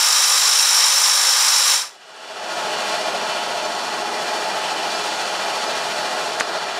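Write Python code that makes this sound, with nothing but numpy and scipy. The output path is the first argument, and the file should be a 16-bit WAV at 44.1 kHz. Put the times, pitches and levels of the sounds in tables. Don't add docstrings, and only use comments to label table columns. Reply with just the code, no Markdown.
import sys
import numpy as np
from scipy import signal
from scipy.fft import rfft, irfft, next_fast_len
from scipy.io import wavfile
from scipy.ndimage import uniform_filter1d

SR = 44100
rng = np.random.default_rng(int(sys.argv[2]) if len(sys.argv) > 2 else 0)


def field_ratio(decibels):
    return 10 ** (np.asarray(decibels, dtype=float) / 20)


def materialize(psi):
    bounded = np.clip(np.atleast_2d(psi).T, -1, 1)
    quanta = np.round(bounded * 32767).astype(np.int16)
    wavfile.write(sys.argv[1], SR, quanta)


N = 299439
SIZE = next_fast_len(N)
HZ = np.maximum(np.fft.rfftfreq(SIZE, 1 / SR), 1)
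T = np.arange(N) / SR
HELD_DB = -46.5


def since(s):
    return np.maximum(T - s, 0)


def unit(x):
    return x / np.sqrt(np.mean(x ** 2))


def noise(gain):
    spectrum = rng.standard_normal((len(HZ), 2)).view(complex)[:, 0]
    return irfft(gain * spectrum, SIZE)[:N]


def walk(rate):
    hold = int(SR / rate)
    levels = np.repeat(rng.standard_normal(N // hold + 1), hold)
    return 1.22 * uniform_filter1d(uniform_filter1d(levels, hold), hold)[:N]


def below(hz):
    return 1 / (1 + (HZ / hz) ** 4)


def resonance(hz, width):
    return 1 / (1 + (2 * (HZ - hz) / width) ** 4)


def burst(s, length):
    return np.exp(-((T - s) / length) ** 2)


def colour(points, modes, bed_db):
    hz, db = np.transpose(points)
    power = field_ratio(np.interp(np.log(HZ), np.log(hz), db) + bed_db) ** 2
    for centre, width, peak_db in modes:
        power = power + field_ratio(peak_db) ** 2 * resonance(centre, width)
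    return np.sqrt(power)


def ripple(bumps):
    return field_ratio(sum(db * np.exp(-(2 * (HZ - hz) / width) ** 2) for hz, width, db in bumps))


def echoes(wet_db, t60):
    tail = rng.standard_normal(SIZE) * np.exp(-np.log(1000) * np.arange(SIZE) / SR / t60)
    return 1 + field_ratio(wet_db) * rfft(tail) / np.sqrt(np.sum(tail ** 2))


def patchy(gain, octaves, patchy_db, rate):
    place = np.clip(np.log2(HZ), octaves[0], octaves[-1])
    total = 0
    for octave in octaves:
        band = np.cos(np.pi * np.clip(place - octave, -.5, .5))
        total = total + noise(gain * band) * field_ratio(patchy_db * walk(rate))
    return total


# [t/s, level/dB, length/s]
JOLTS = [
    (0.004, -64, .005),
    (1.662, -62, .005),
    (1.84, -72, .005),
    (1.89, -68, .006),
    (6.41, -66, .008),
    (6.78, -54, .005),
]


def jolts():
    total = unit(noise(below(70))) * field_ratio(-106 + 3 * walk(5))
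    for s, db, length in JOLTS:
        total += field_ratio(db) * (T - s) / length * burst(s, length) * 2.3
    return total


def panel():
    start, stop, hz, db = 4.17, 5.56, 776.5, -35
    fade = np.clip(np.minimum(T - start, stop - T) / 0.071, 0, 1)
    return field_ratio(db) * np.sin(2 * np.pi * hz * T) * fade


# [t/s, level/dB, f/Hz, width/Hz, length/s]
KNOCKS = [
    (3.151, -23, 680, 250, 0.022),
    (3.77, -26, 750, 300, 0.0068),
    (4.352, -32, 390, 100, 0.026),
    (4.396, -29, 810, 500, .006),
    (6.12, -34, 728, 16, 0.25),
    (2.3, -33, 645, 50, .25),
    (5.5, -31, 2920, 700, 0.023),
    (2.1, -33, 2880, 200, .2),
    (2.76, -34, 2900, 400, .06),
]


def bench():
    return sum(unit(noise(resonance(hz, width))) * field_ratio(db) * burst(s, length)
               for s, db, hz, width, length in KNOCKS)


# [f/Hz, level/dB per Hz]
MACHINE_COLOUR = [(24, -58), (40, -58), (193, -14), (280, -17.5), (408, -7), (485, -10.5), (623, -3.5),
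                  (841, -8.5), (1190, -9.5), (1280, -6), (2170, -13.5), (3760, -14.5), (4480, -11),
                  (9700, -25.5), (15600, -49.5)]
# [f/Hz, width/Hz, level/dB]
CASING = [(135, 10, -24.5), (238, 14, -18), (328.2, 8.5, -10.5), (397, 14, -13), (421.2, 7.8, -5.5),
          (514.6, 11, -7.5), (607, 11, -5.5), (638, 21, -2.5), (691, 18, -3.5), (724, 24, -4.5),
          (776, 9, -6), (836, 17, -2.5), (864, 23, -.5), (948, 30, -7.5), (1091, 48, -10), (1307, 17, -7.5),
          (1426, 16, -7), (1630, 12, -7.5), (1944, 95, -13), (2407, 67, -9.5), (2646, 28, -9.5),
          (2820, 124, -14), (3030, 113, -11), (1760, 11, -9), (3460, 260, -13), (4370, 530, -16),
          (5570, 260, -19.5), (13200, 2800, -43.5)]
# [f/Hz, width/Hz, level/dB]
MACHINE_RIPPLE = [(2250, 110, -2), (3760, 120, -1), (3200, 80, 2), (3490, 110, -2.5), (4000, 120, 2.5),
                  (4900, 250, -2), (6100, 290, -1.5), (6460, 120, 2), (6880, 100, 4), (7280, 160, -3.5),
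                  (7600, 90, 3.5), (9930, 170, -4), (10680, 100, -2), (10880, 120, 3), (11240, 200, -2.5),
                  (11550, 160, 2.5), (12720, 140, -3), (13180, 400, 3), (13680, 150, -5), (13970, 100, 3),
                  (14280, 300, -3.5), (14750, 220, -5), (15400, 400, -2.5)]
# [t/s, level/dB]
AIR_DRIFT = [(1.9, 1.5), (2.4, 0), (2.65, -1), (2.9, 1), (3.2, -1.2), (3.7, -.5), (4.05, -1.4), (4.35, 0.1),
             (4.7, -0.2), (5.1, 0.5), (5.5, 0), (5.7, 0.2), (6.1, .3), (6.4, -1), (6.79, 0)]


def compressor():
    crank_hz = 14.13
    lift_s, lift_treble_db = 6.42, -2
    gain = colour(MACHINE_COLOUR, CASING, bed_db=-4) * ripple(MACHINE_RIPPLE)
    phase = 2 * np.pi * crank_hz * T
    repeat = 1 / (1 - 0.78 * np.exp(-2j * np.pi * HZ / crank_hz))
    low = gain * np.sqrt(below(1690))
    body = patchy(low, np.arange(8, 11.1, .5), patchy_db=0.9, rate=3.48)
    body = body + field_ratio(-6.5) * noise(low * repeat)
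    clatter_db = 0.2 * np.cos(3 * phase - 5.6) + .5 * np.cos(phase - 3.8) - 1.23

    stroke_db = 0.96 * np.cos(phase - 3.7) + 0.13 * np.cos(3 * phase - 5.2) + .5 * walk(24.98)
    middle = gain * np.sqrt((1 - below(1600)) * below(3430))
    air = patchy(middle, np.arange(10.5, 12.1, .5), patchy_db=1.3, rate=4.53)
    turned_away = np.clip(since(lift_s) / .05, 0, 1)
    valves = noise(gain * np.sqrt(1 - below(4560))) * field_ratio(lift_treble_db * turned_away)
    drift_db = np.interp(T, *np.transpose(AIR_DRIFT))
    return unit(body * field_ratio(clatter_db) + (air + valves) * field_ratio(stroke_db) * field_ratio(drift_db))


# [t/s, level/dB, f/Hz, t60/s]
TAPS = [
    (6.3978, -15, 1900, .004),
    (6.3978, -20, 7200, .003),
    (6.4012, -17.5, 6600, .008),
    (6.4055, -21, 7800, .004),
    (6.4012, -27, 9800, .003),
    (6.4058, -28, 10500, .003),
    (6.4097, -11, 1500, .003),
    (6.4118, -10, 1150, .004),
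    (6.5526, -23, 1100, .006),
]


def finger():
    rub_s, rub_half_s, rub_db = 6.404, .0065, -22
    snap_s, snap_half_s, snap_db, snap_hz = 6.409, .00033, .8, 1600
    rub = unit(noise((1 - below(1100)) * below(7000) * np.sqrt(below(13000))))
    out = rub * field_ratio(rub_db) * np.exp(-((T - rub_s) / rub_half_s) ** 4)
    out -= field_ratio(snap_db) * np.cos(2 * np.pi * snap_hz * (T - snap_s)) * burst(snap_s, snap_half_s)
    age = np.arange(1024) / SR
    for s, peak_db, hz, t60 in TAPS:
        ring = np.sin(2 * np.pi * hz * age) * np.exp(-np.log(1000) * age / t60)
        soft_start = 1 - np.exp(-age / .0005)
        start = int(s * SR)
        out[start:start + len(age)] += field_ratio(peak_db) * ring * soft_start * 3.4
    return out


# [f/Hz, level/dB per Hz]
JET_COLOUR = [(59, -83), (100, -57), (124, -55), (146, -54), (387, -27.5), (554, -12.5), (628, -18),
              (827, -8), (1210, -5), (1340, -6), (3550, -9.5), (5540, -5.5), (6560, -8), (9790, -11.5),
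              (15600, -34.5)]
# [f/Hz, width/Hz, level/dB]
TUBE = [(1203, 77, -16), (3190, 230, -11.5), (3855, 150, -7.5), (3960, 430, -10), (4160, 66, -23),
        (4860, 290, -7), (5230, 140, -7), (5327, 120, 0), (5500, 136, 1), (5700, 130, -1), (5910, 160, -5),
        (6140, 150, -5.5), (6940, 71, -20), (7150, 490, -8.5), (7470, 200, -7), (8740, 120, -15),
        (9490, 430, -12), (10100, 150, -18), (11950, 540, -17.5), (14300, 1800, -29)]
# [f/Hz, width/Hz, level/dB]
JET_RIPPLE = [(562, 37, 3), (2870, 120, 2.5), (3396, 84, 3.5), (4400, 80, 2), (6140, 80, 1), (7600, 90, -1),
              (7770, 250, 1.5), (8760, 100, 2), (10130, 300, 2), (10750, 90, -3), (11220, 100, 3),
              (11950, 250, -3), (12100, 90, 4), (12730, 220, 4), (13030, 100, -3), (13630, 90, 3),
              (13850, 90, -3), (14250, 500, 2.5), (15070, 150, -6), (15390, 120, -4)]
# [multiple of the blade rate, level/dB]
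BLADE_HUM = [(2, -84), (3, -77)]


def jet():
    blade_hz, loudest_turn = 51.5, 0.59
    open_hiss_db, open_roar_db = -17, -9.5
    valve_s, closing_s = 1.743, 0.082
    closing_db_per_s, shut_db_per_s = 115, 232
    roar_lingers = .2
    fall_db = closing_db_per_s * np.minimum(since(valve_s), closing_s)
    fall_db = fall_db + shut_db_per_s * since(valve_s + closing_s)
    hiss_db = open_hiss_db - fall_db
    roar_db = open_roar_db + roar_lingers * fall_db

    gain = colour(JET_COLOUR, TUBE, bed_db=-3) * echoes(-14.5, 0.23) * ripple(JET_RIPPLE)
    phase = 2 * np.pi * (blade_hz * T - loudest_turn)
    roar = unit(noise(gain * np.sqrt(below(2510)))) * field_ratio(roar_db + 3.0 + 0.54 * walk(29.8))
    whistle = noise(gain * np.sqrt((1 - below(3230)) * below(5700)))
    whistle = whistle * field_ratio(1.4 * np.cos(phase) + 1.0 * walk(89.45))
    sizzle = noise(gain * np.sqrt(1 - below(8000)))
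    sizzle = sizzle * field_ratio(1.1 * np.cos(phase + 0.45) + 0.51 * walk(61.5))
    hum = sum(field_ratio(db - open_hiss_db + 3.5 * walk(6)) * np.cos(multiple * phase)
              for multiple, db in BLADE_HUM)
    return field_ratio(hiss_db) * (roar + hum + unit(whistle + sizzle) * field_ratio(1.27))


def scene():
    small_sounds = (panel() + bench() + finger()) * field_ratio(23.5)
    mono = compressor() * field_ratio(0.94) + small_sounds + jet() / field_ratio(HELD_DB)
    return np.array([mono, mono])


# [t/s, depth/dB, hold/s]
DUCKS = [
    (3.17, 0, 0.054),
    (3.5, 0.5, .7),
    (6.42, 2, 0.049),
    (6.58, 2, 0.18),
]


def camera_gain_db():
    release_s, climb_db_per_s, ceiling_db = 1.994, 37, -24
    gain_db = np.minimum(HELD_DB + climb_db_per_s * since(release_s), ceiling_db)
    for s, db, hold in DUCKS:
        backing_off = np.clip(since(s) / .02, 0, 1)
        recovering = np.clip((s + hold - T) / 0.025 + 1, 0, 1)
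        gain_db = gain_db - db * backing_off * recovering
    return gain_db


# [f/Hz, level/dB]
STARVE = [(6000, -14), (8000, -8), (10000, -5), (12000, -3), (13500, -1.5), (15700, 0)]


def lose_faint_treble(x):
    hz, _, cells = signal.stft(x, SR, nperseg=2048)
    power = np.abs(cells) ** 2
    patch = uniform_filter1d(power, size=4, axis=0)
    around = uniform_filter1d(power, size=61, axis=0)
    total = power.sum(axis=0)
    loud_db = np.clip(10 * np.log10(total / np.median(total)), -6, 8)
    edge_db = np.interp(hz, *np.transpose(STARVE), left=-99)[:, None] - .3 * loud_db
    keep = (patch > around * field_ratio(2 * edge_db)) * (hz < 15760)[:, None]
    return signal.istft(cells * keep, SR, nperseg=2048)[1][:N]


# [t/s, level/dB, f/Hz, width/Hz]
SPLITS = [
    (1.078, -30, 9050, 1500),
    (3.652, -39, 5780, 1200),
    (3.746, -45, 6950, 1400),
    (3.839, -45, 6950, 1400),
    (4.957, -35, 4980, 1600),
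    (5.676, -37, 4980, 1600),
    (6.442, -41, 4750, 1050),
]


def splits():
    return sum(unit(noise(1. * (np.abs(HZ - hz) < width / 2))) * field_ratio(db) * burst(s, .013)
               for s, db, hz, width in SPLITS)


def roll_off(x):
    return signal.sosfilt(signal.butter(12, 15740, fs=SR, output="sos"), x)


def record(dry):
    mono = lose_faint_treble(dry[0] * field_ratio(camera_gain_db()) + jolts())
    mix = mono + np.outer([1, -1], splits())
    return roll_off(mix)


dry = scene()
out = record(dry)
materialize(out)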